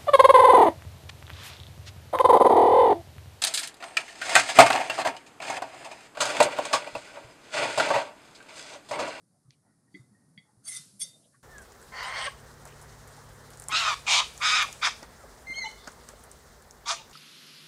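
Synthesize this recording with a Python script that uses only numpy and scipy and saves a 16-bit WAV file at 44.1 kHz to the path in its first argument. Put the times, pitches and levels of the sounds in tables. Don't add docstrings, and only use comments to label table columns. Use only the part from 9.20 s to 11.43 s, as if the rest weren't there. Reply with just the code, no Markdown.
import sys
import numpy as np
from scipy import signal
from scipy.fft import rfft, irfft
from scipy.io import wavfile
from scipy.ndimage import uniform_filter1d

SR = 44100
rng = np.random.default_rng(int(sys.argv[2]) if len(sys.argv) > 2 else 0)


def inscribe(sig):
    pcm = np.round(np.clip(np.atleast_2d(sig).T, -1, 1) * 32767)
    wavfile.write(sys.argv[1], SR, pcm.astype(np.int16))


def undo_db(level):
    steps = np.asarray(level, float) / 20
    return 10 ** steps


N = 98298


def level(x, db):
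    return x * undo_db(db) / np.sqrt(np.mean(x ** 2))


def curve(rows):
    return undo_db(np.interp(np.arange(N) / SR, *np.array(rows).T, left=-200, right=-200))


def colour(x, points):
    f = np.arange(N // 2 + 1) * SR / N + 1
    hz, db = np.array(points).T
    gain_db = np.interp(np.log(f), np.log(hz), db, left=-90, right=-90)
    return irfft(rfft(x) * undo_db(gain_db), N)


def butter(x, order, hz, kind):
    return signal.sosfilt(signal.butter(order, hz, kind, fs=SR, output="sos"), x)


def mode(x, hz, t60):
    pole = np.exp(2j * np.pi * hz / SR - np.log(1000) / (t60 * SR))
    return signal.lfilter([1], [1, -pole], x).imag


def walk(rate):
    k = int(SR / rate)
    steps = np.repeat(rng.standard_normal(N // k + 1), k)
    return 1.5 * uniform_filter1d(uniform_filter1d(steps, k), k)[:N]


# time in seconds [s], level [dB].
FIRST_STROKE = [
    (1.432, -67),
    (1.448, -51),
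    (1.482, -39.5),
    (1.512, -43),
    (1.52, -35.5),
    (1.545, -38.5),
    (1.57, -33.5),
    (1.582, -55),
    (1.61, -54),
]
# time in seconds [s], level [dB].
SECOND_STROKE = [
    (1.794, -35.5),
    (1.798, -33.5),
    (1.808, -31.5),
    (1.817, -29),
    (1.824, -32),
    (1.833, -32),
    (1.86, -80),
]
# pitch [Hz], t60 [s], first stroke level [dB],
# place along the stroke where it rings best [0-1], second stroke level [dB].
GLASS_MODES = [(2024, 0.22, -4.5, 0.52, -28), (2126, 0.087, -8, 0.42, -22), (3388, 0.039, -11, 0.28, -9),
               (3640, 0.16, -7.5, 0.78, -24), (3520, 0.087, -9.5, 0.77, -12.5), (4590, 0.21, -1, 0.09, -16),
               (4580, 0.11, -33, 0.1, -10), (4790, 0.059, -4.5, 0.91, -11), (5525, 0.076, -11, 0.42, -6.5),
               (5780, 0.055, -7, 0.8, -32), (6210, 0.11, -3.5, 0.52, -6.5), (6370, 0.058, -3.5, 0.1, -7.5)]
# pitch [Hz], t60 [s], first stroke level [dB],
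# place along the stroke where it rings best [0-1], second stroke level [dB].
STEEL_MODES = [(8200, 0.02, -6, 0.5, -21), (8400, 0.14, -8, 0, -15), (8720, 0.027, 0.5, 0.29, -17),
               (8967, 0.066, -1.5, 0.8, 2), (9420, 0.18, 0.5, 0.15, -7), (9290, 0.053, 0, 0.33, -10),
               (9890, 0.088, 0, 0.24, -11.5), (10250, 0.049, -28, 0.1, -28), (10800, 0.042, -8.5, 0.35, -9),
               (10980, 0.06, -11, 0.6, -11), (11700, 0.018, -18, 0.2, -21)]
# frequency [Hz], density [dB per Hz].
PAINT_RASP = [(300, -22), (700, -31.5), (1300, -12.5), (2500, -15), (4500, -7.5), (7000, -7), (9500, -5),
              (12000, -14)]


def slip_grains(press):
    grains_per_s, spread_db = 7000, 0.5
    happens, size, sign = rng.random((3, N))
    heights = undo_db(np.minimum(-spread_db * np.log(size), 9))
    slips = (happens < grains_per_s / SR) * heights * np.sign(sign - .5)
    return level(slips, 0) * curve(press) * undo_db(1.9 * walk(150))


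def stroke(press, mode_db, places, ring, focus_db, flutter_db, rasp_db, rasp_tilt_db_oct, rasp_wet_db):
    slips = slip_grains(press)
    start, end = press[0][0], press[-1][0]
    along = np.clip((np.arange(N) / SR - start) / (end - start), 0, 1)
    tilted = [(f, d + rasp_tilt_db_oct * np.log2(f / 9500)) for f, d in PAINT_RASP]
    rasp = undo_db(rasp_db) * colour(slips, tilted)
    focuses = [focus_db[0]] * len(GLASS_MODES) + [focus_db[1]] * len(STEEL_MODES)
    ringing = np.zeros(N)
    for row, db, place, focus in zip(list(GLASS_MODES) + list(STEEL_MODES), mode_db, places, focuses):
        hz, t60 = row[:2]
        t60 = t60 * ring[int(hz > 5000)]
        push = slips * np.sign(rng.standard_normal(N)) * undo_db(-focus * (along - place) ** 2)
        voice = undo_db(flutter_db * walk(130)) * mode(push, hz, t60)
        ringing += level(voice, db) * np.std(push) / 2
    ringing = butter(ringing, 4, 1800, "high")
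    return np.array([ringing + rasp, undo_db(-11) * ringing, undo_db(rasp_wet_db) * rasp])


def strokes():
    _, _, first_db, places, second_db = np.array(list(GLASS_MODES) + list(STEEL_MODES)).T
    first = stroke(FIRST_STROKE, first_db, places, ring=(.65, .75), focus_db=(150, 40), flutter_db=2.4,
                   rasp_db=-2, rasp_tilt_db_oct=1.8, rasp_wet_db=7)
    flick_places = np.full(len(places), .42)
    second = stroke(SECOND_STROKE, second_db, flick_places, ring=(1.0, .8), focus_db=(120, 10),
                    flutter_db=1.6, rasp_db=-17.5, rasp_tilt_db_oct=3.5, rasp_wet_db=14.5)
    return first + second


# start in seconds [s], peak level [dB], pitch [Hz], t60 [s], beats per second [1/s].
FREE_PAIRS = [
    (1.828, -44, 3636, .52, 9.2),
    (1.832, -48, 4667, .33, 16),
    (1.83, -59, 2073, .3, 22),
    (1.83, -46, 6205, .17, 30),
    (1.83, -54, 11200, .2, 25),
]


def after_ring():
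    lift_s, beat_depth, grip_s, grip_db_per_s = .012, .45, 1.955, 260
    out = np.zeros(N)
    for start, db, hz, t60, beat in FREE_PAIRS:
        t = np.maximum(np.arange(N) / SR - start, 0)
        beats = (1 + beat_depth * np.cos(2 * np.pi * beat * (t - lift_s))) / 2
        gripped_db = grip_db_per_s * np.maximum(t + start - grip_s, 0)
        fade = undo_db(db - 60 * t / t60 - gripped_db + 2 * walk(90))
        swell = 1 - np.exp(-(t / lift_s) ** 2)
        out += fade * swell * beats * np.sin(2 * np.pi * hz * t)
    return out


# start in seconds [s], level [dB], tilt [dB per octave], spot on the wall [0 or 1].
GLASS_TAPS = [
    (.742, -56, 5, 0),
    (.748, -48, 1.5, 0),
    (1.1765, -44.5, 0.5, 1),
    (1.187, -54.5, 9, 1),
    (1.807, -54.5, 11, 1),
]
# pitch [Hz], level at spot 0 [dB], level at spot 1 [dB], t60 [s].
TAPPED_MODES = [(1855, -19.5, -25, .2), (2034, 2.5, 2.5, 0.11), (2150, -6.5, -8.5, 0.12),
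                (2400, -25, -20, 0.07), (3318, -4.5, -6, 0.057), (3357, -17, -17.5, 0.059),
                (3720, -20, -23.5, 0.08), (4590, -45, -22, 0.07), (4610, -42, -15.5, 0.076)]


def taps():
    out = np.zeros(N)
    for hz, *spot_db, t60 in TAPPED_MODES:
        push = np.zeros(N)
        for start, db, tilt, spot in GLASS_TAPS:
            push[int(start * SR)] = undo_db(db + spot_db[int(spot > .5)] + tilt * np.log2(hz / 2000))
        contact = mode(push, hz, 0.0052) * np.log(1000) / (0.0037 * SR)
        out += undo_db(4.0 * walk(120) + 1) * mode(contact, hz, t60)
    return knock_sends(out)


def tick():
    start_s, peak_db, t60_s, band_hz = .3065, -46.5, 0.011, [2000, 5310 - 20 + 0]
    t = np.arange(N) / SR
    fade = (t >= start_s) * undo_db(peak_db - 60 * np.abs(t - start_s) / t60_s)
    burst = fade * np.sign(rng.standard_normal(N))
    return knock_sends(2 * butter(burst, 2, band_hz, "band"))


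def knock_sends(x):
    x = butter(x, 4, 1750, "high")
    return np.array([x, undo_db(-9) * x, 0 * x])


# start in
# seconds [s], peak level [dB], pitch [Hz], t60 [s], swell [s].
TABLE_BUMPS = [(.25, -52.5, 127, 0.16, 0.0048), (0.277, -43.5, 135.6, 0.1, 0.01),
               (.742, -42.5, 294.6, 0.12, 0.003), (0.741, -46, 190, 0.15, 0.0037),
               (.755, -44.5, 356, 0.079, 0.0039), (0.791, -41.5, 126, 0.15, 0.0094),
               (0.909, -52.5, 202, 0.12, 0.0088), (1.044, -57.5, 149, 0.31, 0.0025),
               (1.1, -59, 165.7, 0.49, 0.0097), (1.165, -43, 205, 0.096, 0.011),
               (1.176, -45, 147, 0.077, 0.0056), (1.37, -53.5, 113.5, 0.15, 0.004),
               (1.59, -42.5, 149.5, 0.067, 0.0067), (1.731, -55, 200.2, 0.22, 0.0057),
               (1.815, -55.5, 166.3, 0.3, 0.0098), (2.141, -56, 1133, 0.07, 0.0036),
               (.94, -56.5, 1851, 0.086, 0.011), (1.232, -63, 2070, .07, 0.012),
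               (1.236, -62.5, 2150, 0.062, .01)]


def bumps():
    out = np.zeros(N)
    for start, db, hz, t60, swell in TABLE_BUMPS:
        t = np.maximum(np.arange(N) / SR - start, 0)
        envelope = undo_db(db - 60 * t / t60) * (1 - np.exp(-(t / swell) ** 2))
        out += envelope * np.sin(2 * np.pi * (hz * t + rng.random()))
    return out


# middle in
# seconds [s], length [s], level [dB], pitch [Hz], width [Hz].
SOFT_RUSTLES = [(.16, 0.036, -76.5, 650, 210), (0.28, 0.039, -83.5, 1200, 180),
                (0.326, 0.018, -77, 2400, 320), (0.333, 0.03, -83, 3000, 310),
                (0.323, 0.018, -72.5, 3840, 840), (0.476, 0.041, -75.5, 730, 360),
                (0.49, 0.056, -83, 1380, 190), (0.497, 0.035, -77, 1870, 180),
                (0.796, 0.039, -77, 1300, 530), (0.778, 0.07, -73.5, 7500, 6300),
                (1.31, 0.04, -72.5, 848, 66), (1.29, 0.043, -80.5, 1250, 500),
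                (1.493, 0.048, -70.5, 696, 195), (1.465, 0.03, -69, 1360, 460),
                (1.585, 0.023, -77, 590, 150), (1.568, 0.088, -74, 1300, 310),
                (1.963, 0.14, -71.5, 586, 190), (0.764, 0.033, -72, 4600, 220),
                (0.79, 0.055, -80, 3660, 120), (1.225, 0.038, -82, 3480, 82), (1.7, .035, -78, 4680, 140),
                (2.05, 0.025, -75.5, 3330, 890), (2.155, 0.03, -74, 1600, 550)]


def rustles():
    t, out = np.arange(N) / SR, np.zeros(N)
    for middle, length, db, hz, width_hz in SOFT_RUSTLES:
        band_hz = [max(hz - width_hz / 2, 100), hz + width_hz / 2]
        noise = level(butter(rng.standard_normal(N), 2, band_hz, "band"), db)
        out += np.exp(-((t - middle) / length) ** 2) * undo_db(2.0 * walk(60.18)) * noise
    return out


# time in seconds [s], level [dB].
PAPER_SLIDE = [(.42, -100), (.5, -81), (.56, -91), (.655, -94), (.685, -80), (.72, -89), (.9, -99),
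               (.95, -79.5), (1.0, -80.5), (1.08, -86), (1.13, -95), (1.25, -86), (1.305, -79),
               (1.36, -100)]


def slide():
    pitch_hz, width_hz = 1868, 54
    return curve(PAPER_SLIDE) * level(mode(rng.standard_normal(N), pitch_hz, 5.2 / width_hz), 0)


def room(x, t60):
    gap_s, top_hz, room_db = 0.0025, 10100, -4.5
    t = np.arange(int(.7 * SR)) / SR
    tail = rng.standard_normal(len(t)) * undo_db(-60 * t / t60) * (t > gap_s)
    tail = signal.lfilter(*signal.butter(1, top_hz, fs=SR), tail)
    return undo_db(room_db) * signal.fftconvolve(x, tail / np.sqrt(np.sum(tail ** 2)))[:N]


# frequency [Hz], density [dB per Hz].
HOUSE_RUMBLE = [(18, -73), (30, -38.5), (124, 3), (267, -3.5), (380, -13), (641, -17), (1660, -25),
                (1860, -26.5), (2600, -39), (3380, -62), (5720, -120)]
# time in seconds [s], level [dB].
PEOPLE_STIR = [
    (0, -70),
    (.5, -70.5),
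    (.9, -65.5),
    (1.3, -68),
    (1.7, -65),
    (2.0, -67.5),
    (2.23, -70),
]


def rumble():
    low = level(colour(rng.standard_normal(N), HOUSE_RUMBLE), 0)
    bass = signal.sosfiltfilt(signal.butter(2, 420, fs=SR, output="sos"), low)
    flicker = bass * undo_db(0.7 * walk(15.4)) + (low - bass) * undo_db(1.07 * walk(3.76))
    return curve(PEOPLE_STIR) * flicker


# frequency [Hz], density [dB per Hz].
MIC_HISS = [(2000, -14), (2430, -18.5), (3460, -12), (4500, -1.5), (7610, -1.5), (9330, 5.5), (10800, 1),
            (12000, -10), (15500, -24), (15800, -60), (22000, -120)]
# time in seconds [s], gain [dB].
HISS_GATE = [
    (0, 0.5),
    (.72, 0.3),
    (.78, 2.5),
    (1.4, 3),
    (1.7, 14),
    (2.0, 11),
    (2.23, 5.5),
]


def hiss():
    return curve(HISS_GATE) * level(colour(rng.standard_normal(N), MIC_HISS), -78)


def scene():
    near, ringing, rasp = strokes() + taps() + tick()
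    echoes = room(ringing, .22) + room(rasp, 0.44)
    handling = after_ring() + bumps() + rustles() + slide()
    return (near + echoes + handling + rumble() + hiss())[None]


def low_pass(x):
    return signal.sosfilt(signal.butter(12, 15700, fs=SR, output="sos"), x)


def record(dry):
    low = signal.sosfiltfilt(signal.ellip(8, .1, 40, 12000, fs=SR, output="sos"), dry)
    mix = low + undo_db(-22) * (dry - low)
    return low_pass(mix)


dry = scene()
out = record(dry)
inscribe(out)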